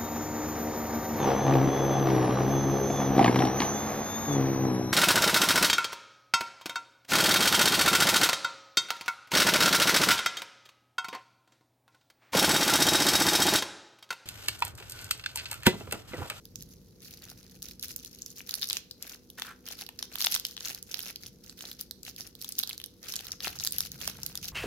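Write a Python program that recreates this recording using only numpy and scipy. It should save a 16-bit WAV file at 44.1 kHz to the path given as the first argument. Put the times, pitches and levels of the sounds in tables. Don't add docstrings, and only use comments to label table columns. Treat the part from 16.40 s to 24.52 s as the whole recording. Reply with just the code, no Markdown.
import sys
import numpy as np
from scipy import signal
from scipy.fft import rfft, irfft, next_fast_len
from scipy.io import wavfile
from scipy.ndimage import uniform_filter1d, map_coordinates

SR = 44100
rng = np.random.default_rng(int(sys.argv[2]) if len(sys.argv) > 2 else 0)


def dump(signal):
    limited = np.clip(np.atleast_2d(signal).T, -1, 1)
    pcm = np.round(limited * 32767).astype(np.int16)
    wavfile.write(sys.argv[1], SR, pcm)


N = 358091

# t/s, crack level/dB, pitch f/Hz, sizzle level/dB (levels before a common trim)
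CREASES = [(0.054, -42.5, 5200, -45), (0.1576, -32.5, 5960, -42), (0.2244, -42, 4660, -39),
           (1.2219, -37.5, 5044, -44.5), (1.2273, -33.5, 5430, -37), (1.396, -39, 5330, -44),
           (1.4282, -30.5, 4660, -32.5), (1.483, -44, 4388, -39), (1.5628, -35.5, 4680, -30),
           (1.648, -39, 5440, -39), (1.6601, -41.5, 5240, -45), (1.82, -31.5, 6440, -47),
           (1.8621, -33.5, 6170, -40.5), (1.904, -41.5, 6800, -53), (1.9823, -40, 5549, -48),
           (2.0054, -45, 2391, -54), (2.0928, -34.5, 3560, -32), (2.11, -29.5, 5900, -37),
           (2.1403, -24, 4350, -29), (2.1535, -34, 4610, -31), (2.215, -35, 4673, -36),
           (2.222, -26.5, 4000, -37), (2.2302, -23, 4230, -46), (2.243, -32, 4100, -36),
           (2.2726, -37, 5795, -37), (2.2886, -30, 6520, -33), (2.2998, -23.5, 4630, -31),
           (2.308, -27.5, 3500, -53), (2.33, -23, 4650, -31.5), (2.369, -25, 3740, -37),
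           (2.5118, -33, 5200, -43), (2.6256, -31, 5684, -35), (2.696, -39, 4585, -43),
           (2.9018, -43.5, 5420, -43), (2.9974, -37, 4130, -40), (3.0207, -28, 3100, -37.5),
           (3.2767, -40, 3130, -51), (3.2873, -35.5, 4488, -37), (3.4111, -38, 3500, -38),
           (3.4651, -37.5, 4390, -45), (3.49, -40.5, 2730, -42.5), (3.5912, -31, 4600, -42),
           (3.6271, -26.5, 3900, -39.5), (3.756, -31, 3225, -32.5), (3.806, -26, 3695, -33),
           (3.815, -25, 5030, -28), (3.8228, -24, 4370, -35), (3.8432, -24.5, 4000, -40),
           (3.847, -19.5, 3900, -32), (3.862, -34, 4770, -21.5), (3.8685, -19.5, 3300, -36),
           (3.9173, -39, 5500, -29), (3.9227, -25.5, 4237, -26), (3.943, -20, 4400, -30),
           (3.95, -24, 3905, -23.5), (3.9623, -26, 3218, -36), (3.9981, -30.5, 5810, -33.5),
           (4.051, -23.5, 4300, -32), (4.067, -35, 4850, -36), (4.1671, -34.5, 3900, -46),
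           (4.1776, -34.5, 3710, -65), (4.2071, -33.5, 4184, -47), (4.2497, -32, 4600, -50),
           (4.3477, -34.5, 5015, -36), (4.427, -37.5, 5000, -36), (4.5136, -34.5, 5356, -48),
           (4.543, -24.5, 3695, -33), (4.5919, -34, 3382, -32), (4.6045, -36, 5110, -46),
           (4.6278, -43, 5010, -36), (4.6322, -35, 5190, -42), (4.759, -32.5, 4340, -41),
           (4.8621, -38.5, 4610, -63), (5.0962, -38.5, 4300, -69), (5.2081, -36, 3803, -50),
           (5.2537, -36.5, 4443, -55), (5.3149, -36, 4300, -38.5), (5.4112, -31.5, 5256, -30),
           (5.511, -31.5, 4740, -38), (5.6321, -39, 5363, -43), (5.7632, -40, 5472, -44),
           (5.8078, -32, 5590, -39), (5.9523, -42, 4446, -46), (6.0153, -34.5, 5630, -39),
           (6.0242, -38, 5350, -36), (6.0458, -34, 4100, -37.5), (6.0907, -35, 5055, -32),
           (6.1231, -33.5, 5614, -38), (6.185, -26.5, 5470, -41), (6.19, -26.5, 4800, -19.5),
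           (6.1983, -29, 4300, -41), (6.2304, -32, 4210, -44), (6.235, -23.5, 4140, -31.5),
           (6.2744, -33, 4586, -38.0), (6.2937, -31.5, 3990, -33.5), (6.3, -33, 4050, -39),
           (6.3101, -41, 2650, -56), (6.3308, -33.5, 4763, -42.5), (6.379, -36.5, 4910, -38),
           (6.4006, -41.5, 3030, -46), (6.416, -41.5, 3580, -47), (6.44, -32.5, 3860, -39),
           (6.461, -41, 5095, -40), (6.7225, -31, 5690, -38), (6.739, -33.5, 3415, -36),
           (6.7573, -29, 5310, -36), (6.764, -26.5, 5505, -34), (6.7915, -34.5, 4126, -47),
           (6.8686, -40, 3634, -39.5), (6.919, -26.5, 4883, -39), (7.0052, -33.5, 3543, -46),
           (7.189, -33, 5803, -49), (7.1992, -29, 4287, -49), (7.2383, -25.5, 6005, -34),
           (7.249, -27.5, 4580, -27), (7.2556, -36, 5494, -35), (7.2666, -28, 4470, -31),
           (7.2733, -22, 4404, -24.5), (7.3092, -43, 5598, -38), (7.323, -30, 5564, -27),
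           (7.384, -29, 4314, -22), (7.4055, -25, 4250, -23), (7.4518, -35.5, 4580, -41),
           (7.518, -32, 5910, -35.5), (7.6139, -35, 3290, -41), (7.677, -26.5, 3594, -26),
           (7.8327, -29, 4854, -35), (7.8635, -28, 5060, -28), (7.955, -32, 4312, -32.5),
           (7.975, -29.5, 4726, -38), (8.0434, -36, 6517, -40), (8.0837, -32.5, 4780, -36.5)]
# f/Hz, relative level per Hz/dB
FACET_COLOUR = [(400, -42), (1900, -20.5), (2900, -12), (4200, -0.5), (6200, 1.5), (8300, -15),
                (11500, -1.5), (15000, -6), (16500, -18)]
STRAIN_S = .002


def amp(db):
    return 10 ** (np.asarray(db) / 20)


def unit(x):
    return x / np.sqrt(np.mean(x ** 2) + 1e-20)


def along(points, hz):
    f, v = np.transpose(points)
    return np.interp(np.log(hz + 1), np.log(f), v)


def curve(rows):
    s, values = np.transpose(rows)
    return np.interp(np.arange(N) / SR, s, values)


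def wobble(rate):
    points = rng.standard_normal(int(N * rate / SR) + 4)
    coarse = np.arange(0, N, 32)
    smooth = map_coordinates(points, [coarse * rate / SR])
    return np.interp(np.arange(N), coarse, smooth)


def filtered(x, response):
    n = x.shape[-1]
    padded = 2 * next_fast_len((n + min(n, 8192)) // 2)
    spectrum = rfft(x, padded) * response(np.fft.rfftfreq(padded, 1 / SR))
    return irfft(spectrum, padded)[..., :n]


def coloured(x, spectrum, size=8192):
    cepstrum = irfft(np.log(amp(along(spectrum, np.fft.rfftfreq(size, 1 / SR)))))
    cepstrum[1:] *= 2 * (np.arange(1, size) < size // 2)
    kernel = irfft(np.exp(rfft(cepstrum)))[:x.shape[-1]]
    return signal.oaconvolve(x, np.array(kernel, ndmin=x.ndim), axes=-1)[..., :x.shape[-1]]


def resonate(x, modes):
    def response(f):
        total = 0
        for k, (centre, width, db) in enumerate(modes):
            damping = 1j * f * width
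            total = total + (-1) ** k * amp(db) * damping / (centre * centre - f * f + damping)
        return total
    return filtered(x, response)


def stereo_noise(side_db, size=N):
    mid, side = rng.standard_normal((2, size))
    return np.array([mid + amp(side_db) * side, mid - amp(side_db) * side])


def add(track, s, sound):
    part = track[:, max(round(s * SR), 0):][:, :sound.shape[1]]
    part += sound[:, :part.shape[1]]


def background(hum_db, air_db, hiss_db, rumble_hz):
    # f/Hz, level/dB
    hum_tones = [(60.5, -67.5), (99, -74.5), (186, -68), (388.5, -75), (459.6, -72), (495, -71.5)]
    # t/s, level/dB
    swell = [(0.5, -76), (1.55, -61), (2.4, -75), (3.05, -65.5), (4.0, -68), (4.6, -80), (5.15, -63.5),
             (6.05, -66.5), (6.45, -75.5)]
    swell_hz = 247.8
    # f/Hz, relative level per Hz/dB
    air_colour = [(26, -26), (42, -2.5), (170, -2.5), (330, -1), (520, -9.5), (660, -19), (1400, -29),
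                  (6000, -35)]
    # t/s, level/dB
    rumble_levels = [(0, -62), (.2, -53), (.55, -61), (.95, -58.5), (1.8, -60), (2.1, -65), (3.1, -71),
                     (4.9, -60), (6.6, -65.5), (7.1, -56.5), (7.9, -54)]
    t = np.arange(N) / SR
    hum = np.zeros(N)
    for hz, db in list(hum_tones) + [(swell_hz, curve(swell))]:
        level = amp(db + 1.46 * wobble(0.9))
        phase = 2 * np.pi * hz * t + 0.5 * wobble(1)
        hum += level * np.sqrt(2) * np.sin(phase)
    air = unit(coloured(stereo_noise(-6.5), air_colour))
    low_band = signal.butter(3, [40, rumble_hz], "bandpass", fs=SR, output="sos")
    low = signal.sosfilt(low_band, stereo_noise(-18.0))
    rumble = amp(curve(rumble_levels) + 1.5 * wobble(7)) * unit(low)
    hiss = unit(coloured(stereo_noise(-0.53), FACET_COLOUR))
    return amp(hum_db) * hum + amp(air_db) * air + rumble + amp(hiss_db) * hiss


def work():
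    # start t/s, length t/s, crinkle level/dB, panel rustle relative to it level/dB
    twists = [(0.188, 0.038, -51, -26), (0.293, 0.046, -57, -20.5), (0.622, 0.15, -51, -16),
              (0.821, 0.095, -50, -12), (0.972, 0.2, -59, -12), (1.243, 0.0706, -47, -20),
              (1.434, 0.015, -39, -20), (1.492, 0.029, -44, -18), (1.584, 0.0946, -52, -19),
              (1.717, 0.2, -53.5, -24), (1.969, 0.037, -46, -20), (2.078, 0.11, -46, -14),
              (2.224, 0.022, -36, -20), (2.296, 0.079, -41, -17.5), (2.624, 0.12, -48, -10),
              (2.982, 0.11, -51, -12), (3.27, 0.06, -43, -12), (3.392, 0.03, -43, -11),
              (3.592, 0.056, -52, -9), (3.722, 0.061, -49, -9), (3.796, 0.075, -34, -18),
              (3.921, 0.034, -30.5, -20), (4.048, 0.079, -49, -18), (4.19, 0.19, -49, -12),
              (4.25, 0.058, -38, -14), (4.493, 0.15, -45.5, -13), (4.662, 0.038, -43, -10),
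              (4.828, 0.039, -47, -16), (5.037, 0.085, -54, -14.5), (5.188, 0.14, -48, -13),
              (5.401, 0.01, -43, -16), (5.667, 0.016, -38, -19.5), (5.784, 0.024, -43, -17),
              (5.857, 0.01, -46, -14), (5.998, 0.15, -48, -21), (6.188, 0.025, -41.5, -20),
              (6.272, 0.074, -50, -13), (6.636, 0.295, -47.5, -10), (6.682, 0.0346, -41, -17.5),
              (7.021, 0.15, -48, -10), (7.045, 0.028, -33, -12), (7.21, 0.06, -40, -15.5),
              (7.332, 0.13, -43, -15), (7.511, 0.47, -53, -8), (7.611, 0.085, -42.5, -10.5),
              (8.031, 0.054, -40, -18.5)]
    grip_db_per_s, settle_db_per_s = 699.5, 560
    held_db, held_panels_db = -68.5, -14
    t = np.arange(N) / SR
    small = np.full(N, amp(held_db) ** 2)
    broad = np.full(N, amp(held_db + held_panels_db) ** 2)
    for start, length, db, panels_db in twists:
        near = slice(*np.searchsorted(t, [start - .1, start + length + .3]))
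        early = np.maximum(start - t[near], 0)
        late = np.maximum(t[near] - start - length, 0)
        power = amp(db - grip_db_per_s * early - settle_db_per_s * late) ** 2
        small[near] += power
        broad[near] += power * amp(panels_db) ** 2
    return 10 * np.log10(small), 10 * np.log10(broad)


def buckles(count, flip_t60, ring_t60, ring_db, side_db, pan_db, rise_t60, size=512, order=9):
    step_s, step_db = .0018, -9
    tint_db = 3
    each = (count, 1, 1)
    t = np.arange(size) / SR - STRAIN_S
    after, before = np.maximum(t, 0), np.minimum(t, 0)

    mode_hz = rng.uniform(700, 16000, (count, 1, order, 1))
    phase = rng.uniform(0, 2 * np.pi, (count, 1, order, 1)) + rng.normal(0, 0.58, (count, 2, order, 1))
    ring = np.sin(2 * np.pi * mode_hz * t + phase).sum(2) / np.sqrt(order)
    flip = np.array([stereo_noise(side_db, size=size) for _ in range(count)])
    scatter = np.array([stereo_noise(0, size=size) for _ in range(count)])

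    def give(age):
        return (age >= 0) * amp(-60 * np.maximum(age, 0) / flip_t60)

    step_delay = rng.uniform(-step_s, step_s, each)
    step_gain = amp(step_db) * rng.rayleigh(np.sqrt(.5), each)
    click = flip * (give(t) + step_gain * give(t - step_delay))
    ring_level = amp(60 * before / rise_t60 - 60 * after / ring_t60)
    click += amp(ring_db) * (ring + .5 * scatter) * ring_level

    pan = amp(rng.normal(0, pan_db, each) * np.array([[1], [-1]]))
    lag = rng.uniform(0, 1.1e-4, each) * np.array([[0], [1]])
    ripples = np.arange(2, 13)
    weights = rng.normal(0, np.sqrt(2 / len(ripples)), (count, 1, len(ripples)))

    def tint_and_lag(hz):
        waves = np.cos(np.pi * ripples[:, None] * np.sqrt(2 * hz / SR))
        return amp(tint_db * weights @ waves) * np.exp(-2j * np.pi * hz * lag)

    click = filtered(click * pan, tint_and_lag)
    return click / np.sqrt(np.sum(click ** 2, axis=(1, 2), keepdims=True))


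def swarm(level_db, spectrum, rate, rate_per_db, spread_db, clump_db, side_db, slide_db, count=120):
    density_db = rate_per_db * (level_db - np.median(level_db)) + clump_db * wobble(70)
    density = rate * amp(density_db)
    starts = np.flatnonzero(rng.random(N) < density / SR)
    sizes = amp(spread_db * np.minimum(rng.standard_normal(len(starts)), 2))
    clicks = buckles(count, flip_t60=0.0018, ring_t60=0.015, ring_db=-13,
                     side_db=side_db, pan_db=2.5, rise_t60=0.0052)
    track = np.zeros((2, N))
    for start, size in zip(starts, sizes):
        add(track, start / SR - STRAIN_S, size * clicks[rng.integers(count)])
    track = coloured(track, spectrum)
    power = np.mean(track ** 2, axis=0)
    for _ in range(2):
        power = uniform_filter1d(power, size=1500)
    power = np.abs(power)
    track /= np.sqrt(power + 0.026 * np.median(power))
    slide = unit(coloured(stereo_noise(-0.36), spectrum))
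    return amp(level_db) * (track + amp(slide_db) * slide)


def ticks(level_db, rate, over_db, spread_db):
    count = int(rate * N / SR)
    times = rng.uniform(0, N / SR - .02, count)
    sizes_db = level_db[(times * SR).astype(int)] + over_db + spread_db * rng.uniform(-0.15, 1, count)
    clicks = buckles(count, flip_t60=0.0019, ring_t60=0.017, ring_db=-12.5,
                     side_db=-18.0, pan_db=2.0, rise_t60=0.0057)
    clicks = coloured(clicks, FACET_COLOUR)
    track = np.zeros((2, N))
    for s, db, click in zip(times, sizes_db, clicks):
        add(track, s, amp(db) * click / np.abs(click).max())
    return track


def crinkle(facets_db, panels_db, folds_db):
    # f/Hz, relative level per Hz/dB
    fold_colour = [(900, -26.5), (2700, -3), (6000, -18.5)]
    # f/Hz, relative level per Hz/dB
    panel_colour = [(250, -2), (720, 1), (1000, -5.5), (1400, 4.5), (2400, -3), (6000, -21.5)]
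    fold_growth = 0.25
    hold_db, hold_s = -5, .01
    small_db, broad_db = work()
    small = swarm(small_db + facets_db, FACET_COLOUR, rate=360, rate_per_db=0.27, spread_db=8.0,
                  clump_db=6, side_db=-0.5, slide_db=-11)
    broad = swarm(broad_db + panels_db, panel_colour, rate=280, rate_per_db=0.1, spread_db=7.5,
                  clump_db=5, side_db=-17.0, slide_db=-8.5)
    fold_db = (small_db + broad_db) / 2 + folds_db + fold_growth * (small_db - small_db.max())
    folds = swarm(fold_db, fold_colour, rate=170, rate_per_db=0.5, spread_db=7.5,
                  clump_db=6, side_db=-1, slide_db=-15)
    stray = ticks(small_db, rate=22, over_db=15, spread_db=2.5)
    t = np.arange(N) / SR
    times = np.append(np.sort(np.array(CREASES)[:, 0]), np.inf)
    wait = times[np.searchsorted(times, t)] - t
    return (small + folds + broad + stray) * amp(hold_db * np.exp(-wait / hold_s))


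def room(x, early_db, tail_db, size=22050):
    # f/Hz, time to fall by 60 dB t/s
    ring_times = [(4000, 0.35), (15000, 0.14)]
    hz, t, z = signal.stft(rng.standard_normal((2, size)), SR, nperseg=256)
    fading = z * amp(-60 * t / along(ring_times, hz)[:, None])
    tail = signal.istft(fading, SR, nperseg=256)[1]
    t = np.arange(tail.shape[1]) / SR
    tail *= np.minimum(t / 0.0049, 1)
    early = rng.standard_normal(tail.shape) * (t > .008) * amp(-60 * np.abs(t - .008) / 0.035)
    answer = amp(tail_db) * tail / np.linalg.norm(tail[0])
    answer += amp(early_db) * early / np.linalg.norm(early[0])
    return signal.fftconvolve(x, answer, axes=1)[:, :N]


def snaps(crack_db, sizzle_db, rightward_db, crease_q):
    # f/Hz, width f/Hz, level/dB
    shell = [(670, 140, -9.5), (1840, 1560, 4)]
    # low f/Hz, high f/Hz
    band_edges = [(600, 2600), (2500, 8000), (8000, 17000)]
    usual_hz, body_db, body_db_per_octave = 3720, -13, 23
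    times, cracks, pitches, sizzles = np.transpose(CREASES)
    bodies = cracks + body_db + body_db_per_octave * np.log2(usual_hz / pitches)
    clicks = buckles(len(times), flip_t60=0.0021, ring_t60=0.018, ring_db=-18,
                     side_db=-4.5, pan_db=1.5, rise_t60=0.007)
    pitch = pitches[:, None, None]
    q = crease_q * np.maximum(pitch / usual_hz, 1)

    def crease(f):
        return (1j * f * pitch / (q * (pitch ** 2 - f * f) + 1j * f * pitch)) ** 2

    body = resonate(clicks, shell)
    crack = filtered(clicks, crease)
    sizzle = coloured(clicks, FACET_COLOUR) * amp([[-rightward_db], [rightward_db]])
    levels = bodies, cracks + crack_db, sizzles + sizzle_db
    span = .0025 * SR
    shaped = np.zeros_like(clicks)
    for part, edges, db in zip((body, crack, sizzle), band_edges, levels):
        band = signal.sosfilt(signal.butter(2, edges, "bandpass", fs=SR, output="sos"), part)
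        rms = np.sqrt(np.sum(band ** 2, axis=2).mean(1) / span)
        shaped += band * (amp(db) / rms)[:, None, None]
    track = np.zeros((2, N))
    for s, click in zip(times, shaped):
        add(track, s - STRAIN_S, click)
    return track


def pops(t60, size=2048):
    # t/s, peak level/dB, pitch f/Hz
    knocks = [(0.9159, -42.5, 760), (5.24, -38.5, 711), (5.68, -40.5, 715.4), (5.8, -45.5, 715.7),
              (7.072, -24, 746), (7.6775, -30, 652), (7.788, -41, 880)]
    # multiple of the pop's pitch, width f/Hz, relative level/dB
    pouch = [(0.43, 319.7, 4.5), (1, 163.2, 12.5), (2, 530, 5.5)]
    track, t = np.zeros((2, N)), np.arange(size) / SR
    for s, db, hz in knocks:
        push = 0.0078 * stereo_noise(-21, size=size) * amp(-60 * t / t60)
        push[:, 0] += 1
        knock = resonate(push, [(hz * ratio, width, level) for ratio, width, level in pouch])
        add(track, s, amp(db) * knock / np.abs(knock).max())
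    return track


def rub(grip_db_per_s, release_db_per_s):
    # start t/s, length t/s, level/dB, resonance f/Hz, its width f/Hz
    strokes = [(2.979, 0.0043, -42.5, 1500, 740), (3.05, 0.057, -47.5, 1470, 326.2)]
    t, track = np.arange(N) / SR, np.zeros((2, N))
    slips = stereo_noise(-14) * amp(5 * np.tanh(wobble(220)))
    for start, length, db, hz, width in strokes:
        early, late = np.maximum(start - t, 0), np.maximum(t - start - length, 0)
        level = amp(db - grip_db_per_s * early - release_db_per_s * late)
        track += level * unit(resonate(slips, [(hz, width, 0)]))
    return track


def scene():
    wrapper = snaps(crack_db=-0.08, sizzle_db=1.5, rightward_db=2.1, crease_q=1.22)
    wrapper += crinkle(facets_db=-0.5, panels_db=0.5, folds_db=3)
    wrapper += rub(grip_db_per_s=5000, release_db_per_s=390)
    wrapper += pops(t60=0.015)
    echo = room(wrapper, early_db=-19.0, tail_db=-14.5)
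    return wrapper + echo + background(hum_db=-1.5, air_db=-61.5, hiss_db=-71.0, rumble_hz=205)


def record(dry):
    top_hz = 16200
    return filtered(dry, lambda hz: 1 / np.sqrt(1 + (hz / top_hz) ** 160))


dry = scene()
out = record(dry)
dump(out)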